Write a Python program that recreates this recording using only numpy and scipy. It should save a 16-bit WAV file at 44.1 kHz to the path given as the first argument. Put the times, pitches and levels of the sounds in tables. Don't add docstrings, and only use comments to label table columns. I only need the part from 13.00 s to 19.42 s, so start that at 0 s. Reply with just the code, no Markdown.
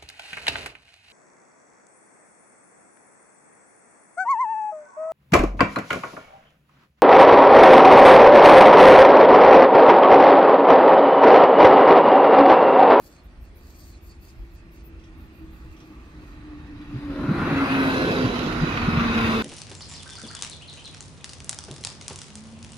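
import sys
import numpy as np
from scipy import signal
from scipy.fft import rfft, irfft, next_fast_len
from scipy.io import wavfile
from scipy.ndimage import uniform_filter1d, map_coordinates

SR = 44100
rng = np.random.default_rng(int(sys.argv[2]) if len(sys.argv) > 2 else 0)


def transcribe(signal):
    frames = np.atleast_2d(signal).T
    limited = np.clip(frames, -1, 1)
    pcm = np.round(limited * 32767).astype(np.int16)
    wavfile.write(sys.argv[1], SR, pcm)


N = 283284
TIME = np.arange(N) / SR
NOSE_S = 4.127
FRONT_M, REAR_M = 4.56, 15.18


def amp(db):
    return 10 ** (np.asarray(db) / 20)


def unit(x):
    return x / np.sqrt(np.mean(x ** 2) + 1e-20)


def along(points, hz):
    freqs, values = np.transpose(points)
    return np.interp(np.log(hz + 1), np.log(freqs + 1), values)


def curve(points):
    return np.interp(TIME, *np.transpose(points))


def wobble(rate):
    return map_coordinates(rng.standard_normal(int(N * rate / SR) + 4), [TIME * rate])


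def swells(rows, skew=1):
    hump = lambda u: np.exp(-np.abs(u * np.where(u < 0, skew, 1 / skew)) ** 2.7)
    return sum(height * hump(2 * (TIME - s) / length) for s, length, height in rows)


def filtered(x, response):
    size = next_fast_len(N + 8192)
    return irfft(rfft(x, size) * response(np.fft.rfftfreq(size, 1 / SR)), size)[..., :N]


def colour(x, spectrum):
    low, high = spectrum[0][0], spectrum[-1][0]
    band = lambda hz: (1 - 1 / (1 + (hz / low) ** 8)) / (1 + (hz / high) ** 8)
    return unit(filtered(x, lambda hz: amp(along(spectrum, hz)) * band(hz)))


def noise(patchy_db):
    spectra = signal.stft(rng.standard_normal((3, N)), nperseg=1024)[2]
    patches = uniform_filter1d(rng.standard_normal(spectra.shape[1:]), size=5, axis=0)
    patches = unit(uniform_filter1d(patches, size=7, axis=1))
    return unit(signal.istft(spectra * amp(patchy_db * patches), nperseg=1024)[1][:, :N])


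def grit(per_s, life_s, size):
    jolts = (rng.random(N) < per_s / SR) * rng.uniform(0.25, 1, N)
    return 1 + size * signal.lfilter([1], [1, -np.exp(-1 / (life_s * SR))], jolts)


# time in seconds, pitch in Hz.
MESH_PITCH = [(0, 347.5), (0.85, 345.6), (2.4, 322), (3.8, 295.1), (4.85, 266.5), (5.65, 241.5),
              (6.42, 222.4)]
def mesh_hz():
    return curve(MESH_PITCH)


def speed(m_per_tooth=0.029):
    return m_per_tooth * mesh_hz()


def past(behind_m):
    travel = np.cumsum(speed()) / SR
    return travel - np.interp(NOSE_S, TIME, travel) - behind_m


def nearness(behind_m, reach_m):
    return reach_m / np.hypot(past(behind_m), reach_m)


def bogies(front_db, rear_db, lag_m, reach_m, fall=1):
    return np.hypot(amp(front_db) * nearness(FRONT_M + lag_m, reach_m) ** fall,
                    amp(rear_db) * nearness(REAR_M + lag_m, reach_m) ** fall)


def unveiled(at_m, over_m):
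    return 0.5 + 0.5 * np.tanh(past(at_m) / over_m)


def ahead(db, fall):
    return amp(db) * nearness(FRONT_M, reach_m=6.65) ** fall


# frequency in Hz, likeness from 0 to 1.
PORT_LIKENESS = [(30, 0.95), (150, 0.98), (300, 0.95), (550, 0.76), (900, 0.66), (1500, 0.25), (15000, 0)]
def scattered(pair):
    angle = lambda hz: np.arccos(np.clip(along(PORT_LIKENESS, hz), -1, 1)) / 2
    mid, side = filtered(pair, lambda hz: np.array([np.cos(angle(hz)), np.sin(angle(hz))]))
    return np.array([mid + side, mid - side])


def diffuse(spectrum, patchy_db):
    return colour(scattered(noise(patchy_db)[1:]), spectrum)


def aimed(x, port_lag_ms=0.25):
    bearing = past(behind_m=1.93) / np.hypot(past(behind_m=3), 3)
    half_lag = port_lag_ms * bearing * SR / 2000
    return np.array([map_coordinates(x, [np.arange(N) + way * half_lag], mode="nearest")
                     for way in (-1, 1)])


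def radiated(spectrum, patchy_db, drive=1, direct=1):
    share = 0.44 * direct
    source = noise(patchy_db) * drive
    pair = np.sqrt(share) * aimed(source[0]) + np.sqrt(1 - share) * scattered(source[1:])
    return colour(pair, spectrum)


def bursts(rows, spectrum, t60, attack_s=0.001):
    attack = lambda s: np.clip((TIME - s) / attack_s, 0, 1)
    level = sum(attack(s) * amp(db - 60 * np.abs(TIME - s) / t60) for s, db in rows)
    return level * radiated(spectrum, patchy_db=1)


def ring(modes, loudest_s, swell_s):
    ringing = np.zeros(N)
    for hz, width, db in modes:
        waver = wobble(width) + 1j * wobble(width)
        ringing += amp(db) * unit((waver * np.exp(2j * np.pi * hz * TIME)).real)
    return aimed(ringing * np.exp(-((TIME - loudest_s) / swell_s) ** 2))


# frequency in Hz, relative level in dB.
DRONE_SPECTRUM = [(15, -38), (25, -7.5), (38, -1.5), (54, 5.5), (86, -2.5), (102, -15.5), (125, -12),
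                  (160, -46), (280, -120)]
# centre in seconds, length in seconds, change in dB.
DRONE_SWELLS = [(.14, 0.27, -8), (1.07, 0.074, 5.5), (1.4, 0.086, 8), (2.22, 0.24, 2), (2.68, 0.11, 8.5),
                (2.85, .2, -7), (3.7, 0.51, 2)]
def distant_drone():
    level_db = -45.5 + swells(DRONE_SWELLS) + 1.2 * wobble(5.82)
    return amp(level_db) * diffuse(DRONE_SPECTRUM, patchy_db=1)


# frequency in Hz, relative level in dB.
STREET_SPECTRUM = [(1710, -40), (2900, -6), (3450, -2.5), (3950, -3.5), (4290, -2.5), (4870, -5.5),
                   (5970, -10), (6960, -11), (7360, -16.5), (8590, -11), (10000, -19.5), (15500, -21.5)]
TYRE_SPECTRUM = [(90, -7), (200, 1.5), (400, -11), (600, -6.5), (1000, -13), (1500, -12), (2100, -14)]
def far_traffic(fade_db_per_s=6):
    street = amp(-69) * diffuse(STREET_SPECTRUM, patchy_db=3)
    car = amp(-57.5 - fade_db_per_s * TIME) * diffuse(TYRE_SPECTRUM, patchy_db=2)
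    return street + car


# centre in seconds, length in seconds, fizz in dB, scratch in dB.
RUSTLE_FITS = [(0.052, 0.13, -62, -61.5), (.25, .04, -69, -80), (0.428, .05, -65, -70),
               (0.574, 0.056, -62, -70), (0.668, 0.14, -63, -62.5), (0.789, 0.068, -58.5, -60),
               (0.873, 0.086, -60.5, -62), (1.054, 0.078, -61, -62), (1.237, 0.072, -61.5, -61),
               (1.349, 0.28, -73, -82), (1.538, 0.042, -66, -65.5), (1.737, 0.062, -64, -65),
               (1.865, 0.048, -64.5, -86), (2.214, 0.11, -69, -92), (2.38, 0.13, -69, -96),
               (2.544, 0.084, -67.5, -82), (2.784, 0.64, -75, -72), (3.28, 0.18, -75, -75)]
# frequency in Hz, relative level in dB.
SCRATCH_SPECTRUM = [(3700, -8), (4100, -4), (4600, 0), (5200, -9), (6000, -7), (6700, -5), (7800, -10),
                    (8900, -6), (9700, -13)]
FIZZ_SPECTRUM = [(6120, -37), (10400, -12), (10900, -3), (12800, 3), (14600, 1), (15500, 2.5)]
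def rustle(lag_s=0.04):
    fibres = grit(per_s=420, life_s=0.00078, size=1.2) * amp(1.6 * wobble(45))
    fizz = swells([(s, length, amp(db)) for s, length, db, _ in RUSTLE_FITS], skew=1.22)
    scratch = swells([(s + lag_s, 1.53 * length, amp(db)) for s, length, _, db in RUSTLE_FITS], skew=1.06)
    return (scratch * radiated(SCRATCH_SPECTRUM, patchy_db=2.5, drive=fibres)
            + fizz * radiated(FIZZ_SPECTRUM, patchy_db=2.8, drive=fibres, direct=0.3))


# centre in seconds, pitch in Hz, level in dB.
SQUEAKS = [(.19, 4280, -62.5), (.945, 4180, -61.5), (1.115, 4600, -57.5), (1.86, 14600, -52)]
def squeaks(width_hz=600):
    return sum(ring([(hz, width_hz, db)], loudest_s=s, swell_s=0.021) for s, hz, db in SQUEAKS)


# start in seconds, relative level in dB.
TICKS = [(1.995, -57), (2.038, -53), (2.765, -53), (2.802, -49.5)]
# frequency in Hz, relative level in dB.
TICK_SPECTRUM = [(1500, -18), (3300, 8.5), (4400, -8), (5600, 4), (8000, -15), (15000, -26)]
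def ticks():
    return amp(-5.5) * bursts(TICKS, TICK_SPECTRUM, t60=0.2)


# resonance in Hz, width in Hz, level in dB.
TRACK_MODES = [(540, 23, -50), (624, 18, -49)]
def track_ring():
    return ring(TRACK_MODES, loudest_s=4.2, swell_s=0.11)


# frequency in Hz, relative level in dB.
GROUND_SPECTRUM = [(25, -9), (37, 3), (55, -4), (85, 1.5), (120, 3)]
def ground_shake():
    level = bogies(front_db=-38, rear_db=-30, lag_m=-1.66, reach_m=1.6, fall=1.22)
    return level * diffuse(GROUND_SPECTRUM, patchy_db=1.5)


# frequency in Hz, relative level in dB.
FAR_PANEL_SPECTRUM = [(80, -3), (130, -2), (175, -3), (220, -17)]
PANEL_SPECTRUM = [(60, -10), (100, -6.5), (150, 0), (200, -2), (260, -2.5), (330, -4), (400, -12),
                  (520, -46)]
def panel_boom():
    far = ahead(db=-49, fall=1.65) * radiated(FAR_PANEL_SPECTRUM, patchy_db=0)
    close = unveiled(at_m=0.6, over_m=0.7) * bogies(front_db=-33, rear_db=-34, lag_m=-1.5, reach_m=7.7)
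    return far + (ahead(db=-43, fall=0.88) + close) * radiated(PANEL_SPECTRUM, patchy_db=2)


def converter_whine(whine_hz=4016, behind_m=7.6, distance_m=2.5, sound_m_per_s=343):
    receding = speed() * nearness(behind_m, distance_m) * past(behind_m) / distance_m
    phase = 2 * np.pi * np.cumsum(whine_hz * (1 - receding / sound_m_per_s)) / SR
    tone = lambda ratio: amp(1.6 * wobble(14)) * np.sin(ratio * phase + 0.45 * wobble(22))
    pair = np.array([tone(1) + amp(-7) * tone(0.968) for port in range(2)])
    beam = nearness(behind_m=6.9, reach_m=2) ** 1.7
    return amp(-42) * unveiled(at_m=1, over_m=4) * beam * pair


# start in seconds, level in dB.
KNOCKS = [(5.772, -21), (5.971, -26), (5.995, -26)]
# frequency in Hz, relative level in dB.
KNOCK_SPECTRUM = [(300, -25), (700, -8), (1150, 0), (1600, -6), (2500, -3), (4000, -15), (8000, -42),
                  (15000, -55)]
def bogie_knocks():
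    return bursts(KNOCKS, KNOCK_SPECTRUM, t60=0.06)


# start in seconds, level in dB, pitch in Hz, length in seconds.
THUMPS = [(3.932, -26, 128.6, 0.061), (4.278, -20.5, 142.4, 0.045), (4.298, -23.5, 196.5, 0.048),
          (4.503, -20.5, 161, 0.046), (4.83, -25.5, 80, 0.025), (5.232, -21, 119, 0.052),
          (5.612, -15, 153.6, 0.045), (5.874, -14.5, 148, 0.021), (5.96, -19, 157.6, 0.036),
          (6.225, -24.5, 91.2, 0.046)]
def thumps():
    booms, shaking = np.zeros(N), np.zeros(N)
    for s, db, hz, length in THUMPS:
        swell = amp(db) * np.sin(np.pi * np.clip((TIME - s) / length, 0, 1))
        booms += swell * np.sin(2 * np.pi * hz * (TIME - s))
        shaking += swell
    return aimed(booms) + amp(-10) * shaking * radiated(PANEL_SPECTRUM, patchy_db=1)


# centre in seconds, length in seconds, change in dB.
HUM_SWELLS = [(1.9, 0.11, 6), (2.43, 0.14, 10.5), (2.82, 0.24, 9), (3.05, 0.79, -3.5), (3.5, .14, 4.5),
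              (4.4, 0.17, -8), (5.23, 0.097, 8.5), (5.42, 0.16, 1.5), (6.03, 0.064, 4)]
def gear_hum():
    tone = np.exp(2j * np.pi * np.cumsum(mesh_hz()) / SR)
    smear = lambda rate: 1 + 0.44 * (wobble(rate) + 1j * wobble(rate))
    mesh = bogies(front_db=-25, rear_db=-26.5, lag_m=0.4, reach_m=1.975, fall=1.572)
    octave = bogies(front_db=-38, rear_db=-30.5, lag_m=2.7, reach_m=2.5, fall=2.5)
    octave *= unveiled(at_m=2.3, over_m=2.5)
    hum = mesh * smear(rate=48) * tone + octave * smear(rate=54) * tone ** 2
    return aimed(np.sqrt(2) * amp(swells(HUM_SWELLS)) * hum.real)


# resonance in Hz, width in Hz, level in dB.
FRONT_WHEEL_MODES = [(1036, 35, -49), (1340, 34, -44), (1518, 83, -33.5), (1652, 130, -34), (2060, 69, -43),
                     (2640, 150, -41), (3380, 200, -49.5)]
REAR_WHEEL_MODES = [(1040, 35, -39), (1170, 40, -46), (1400, 130, -39), (1560, 70, -46), (2546, 45, -39.5),
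                    (2700, 100, -42), (3541, 14, -49), (3560, 220, -46), (4727, 50, -54)]
def wheel_ring():
    return (ring(FRONT_WHEEL_MODES, loudest_s=4.94, swell_s=0.34)
            + ring(REAR_WHEEL_MODES, loudest_s=6.3, swell_s=0.29))


# frequency in Hz, relative level in dB.
SLEEPER_SPECTRUM = [(200, -11.5), (340, 2), (507, -3), (566, -5.5), (633, -4.5), (850, -11.5), (1100, -9),
                    (1870, -120)]
FAR_RAIL_SPECTRUM = [(440, -25), (750, -8), (868, -1.5), (959, -8.5), (1150, 0), (1360, -4.5), (1480, -4.5),
                     (1660, -7), (1870, -2), (2100, -11.5), (2730, -28), (4620, -120)]
RAIL_SPECTRUM = [(750, 0.5), (900, -4), (1040, -1), (1200, -0.5), (1480, 1), (1700, -7), (1900, -3.5),
                 (2100, -6)]
WHEEL_SPECTRUM = [(1060, -47), (1800, -8), (2170, -5), (2610, -0.5), (3070, -15.5), (3300, -16.5),
                  (4290, -42), (7260, -120)]
SCRAPE_SPECTRUM = [(3000, 4), (3300, 1), (3750, 1), (3950, 4.5), (4100, -1), (4300, -4), (4800, -5),
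                   (5500, -11), (6200, -12), (6800, -14.5), (7600, -20), (8200, -29)]
HISS_SPECTRUM = [(4240, -25), (7200, -16.5), (8050, -9.5), (9150, -3), (9940, -8.5), (10800, -1),
                 (11400, -3), (15500, -15.5)]
def rolling_roar():
    contact = grit(per_s=60, life_s=0.0048, size=0.4) * amp(0.25 * wobble(13))
    sleepers = bogies(front_db=-27, rear_db=-31, lag_m=2.37, reach_m=2.56, fall=1.43)
    rails = bogies(front_db=-30, rear_db=-28, lag_m=-0.5, reach_m=2)
    wheels = bogies(front_db=-33.5, rear_db=-33, lag_m=0.3, reach_m=1.92, fall=1.1)
    scrape = bogies(front_db=-39, rear_db=-36.5, lag_m=2.7, reach_m=2.77)
    hiss = bogies(front_db=-51.5, rear_db=-53.5, lag_m=1.4, reach_m=1.66)
    sleepers = sleepers * unveiled(at_m=1.5, over_m=1.55) + ahead(db=-55, fall=0.51)
    rails = rails * unveiled(at_m=0.9, over_m=1.3)
    wheels = wheels * unveiled(at_m=2.7, over_m=1.55) + ahead(db=-57, fall=0.56)
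    scrape = scrape * unveiled(at_m=3.2, over_m=2.2) + ahead(db=-56.5, fall=1.68)
    hiss = hiss * unveiled(at_m=3, over_m=3.2) + ahead(db=-76.5, fall=1.2)
    return (sleepers * radiated(SLEEPER_SPECTRUM, patchy_db=1.5)
            + ahead(db=-50, fall=1) * radiated(FAR_RAIL_SPECTRUM, patchy_db=1.7)
            + rails * radiated(RAIL_SPECTRUM, patchy_db=1.7, drive=contact, direct=0.88)
            + wheels * radiated(WHEEL_SPECTRUM, patchy_db=2, drive=contact, direct=0.82)
            + scrape * radiated(SCRAPE_SPECTRUM, patchy_db=2.5, drive=contact, direct=0.3)
            + hiss * radiated(HISS_SPECTRUM, patchy_db=-2.5, drive=contact, direct=0.15))


# time in seconds, left minus right in dB.
HOUSING_SHADE = [(0, 1), (3.8, 1), (4, 2.5), (4.83, 0), (5.6, -6), (6, -.5)]
def scene():
    ringing = wheel_ring() + track_ring()
    rumble = distant_drone() + ground_shake() + panel_boom()
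    shade = amp(np.array([[0.5], [-0.5]]) * curve(HOUSING_SHADE))
    tram = shade * (rolling_roar() + ringing) + gear_hum() + thumps() + converter_whine() + bogie_knocks()
    return rumble + tram + ticks() + squeaks() + far_traffic() + rustle()


def ports(x, balance):
    gains = lambda hz: amp(np.array([[0.5], [-0.5]]) * along(balance, hz))
    return filtered(x, lambda hz: gains(hz) / np.sqrt(np.mean(gains(hz) ** 2, axis=0)))


# frequency in Hz, left minus right in dB.
BALANCE_AHEAD = [(300, -.5), (1200, -2), (2250, -1.5), (2700, -13), (3150, 0.5), (4100, 0.5), (4800, -0.5),
                 (6000, -3), (7300, 2), (9000, 12), (11000, -0.5), (14000, 12)]
BALANCE_BESIDE = [(300, -0.5), (1300, 1.5), (2000, -2.5), (2550, 3.5), (2950, -8.5), (3550, 2.5),
                  (4500, 0.5), (5700, -6), (7200, 4), (8800, 7.5), (11000, 5.5), (14000, 9)]
def record(dry, right_low_cut_hz=3.7, top_hz=15700):
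    turn = np.interp(TIME, [3.8, 4.6], [0, np.pi / 2])
    left, right = np.cos(turn) * ports(dry, BALANCE_AHEAD) + np.sin(turn) * ports(dry, BALANCE_BESIDE)
    right = filtered(right, lambda hz: 1j * hz / (1j * hz + right_low_cut_hz))
    return filtered(np.array([left, right]), lambda hz: hz < top_hz)


dry = scene()
out = record(dry)
transcribe(out)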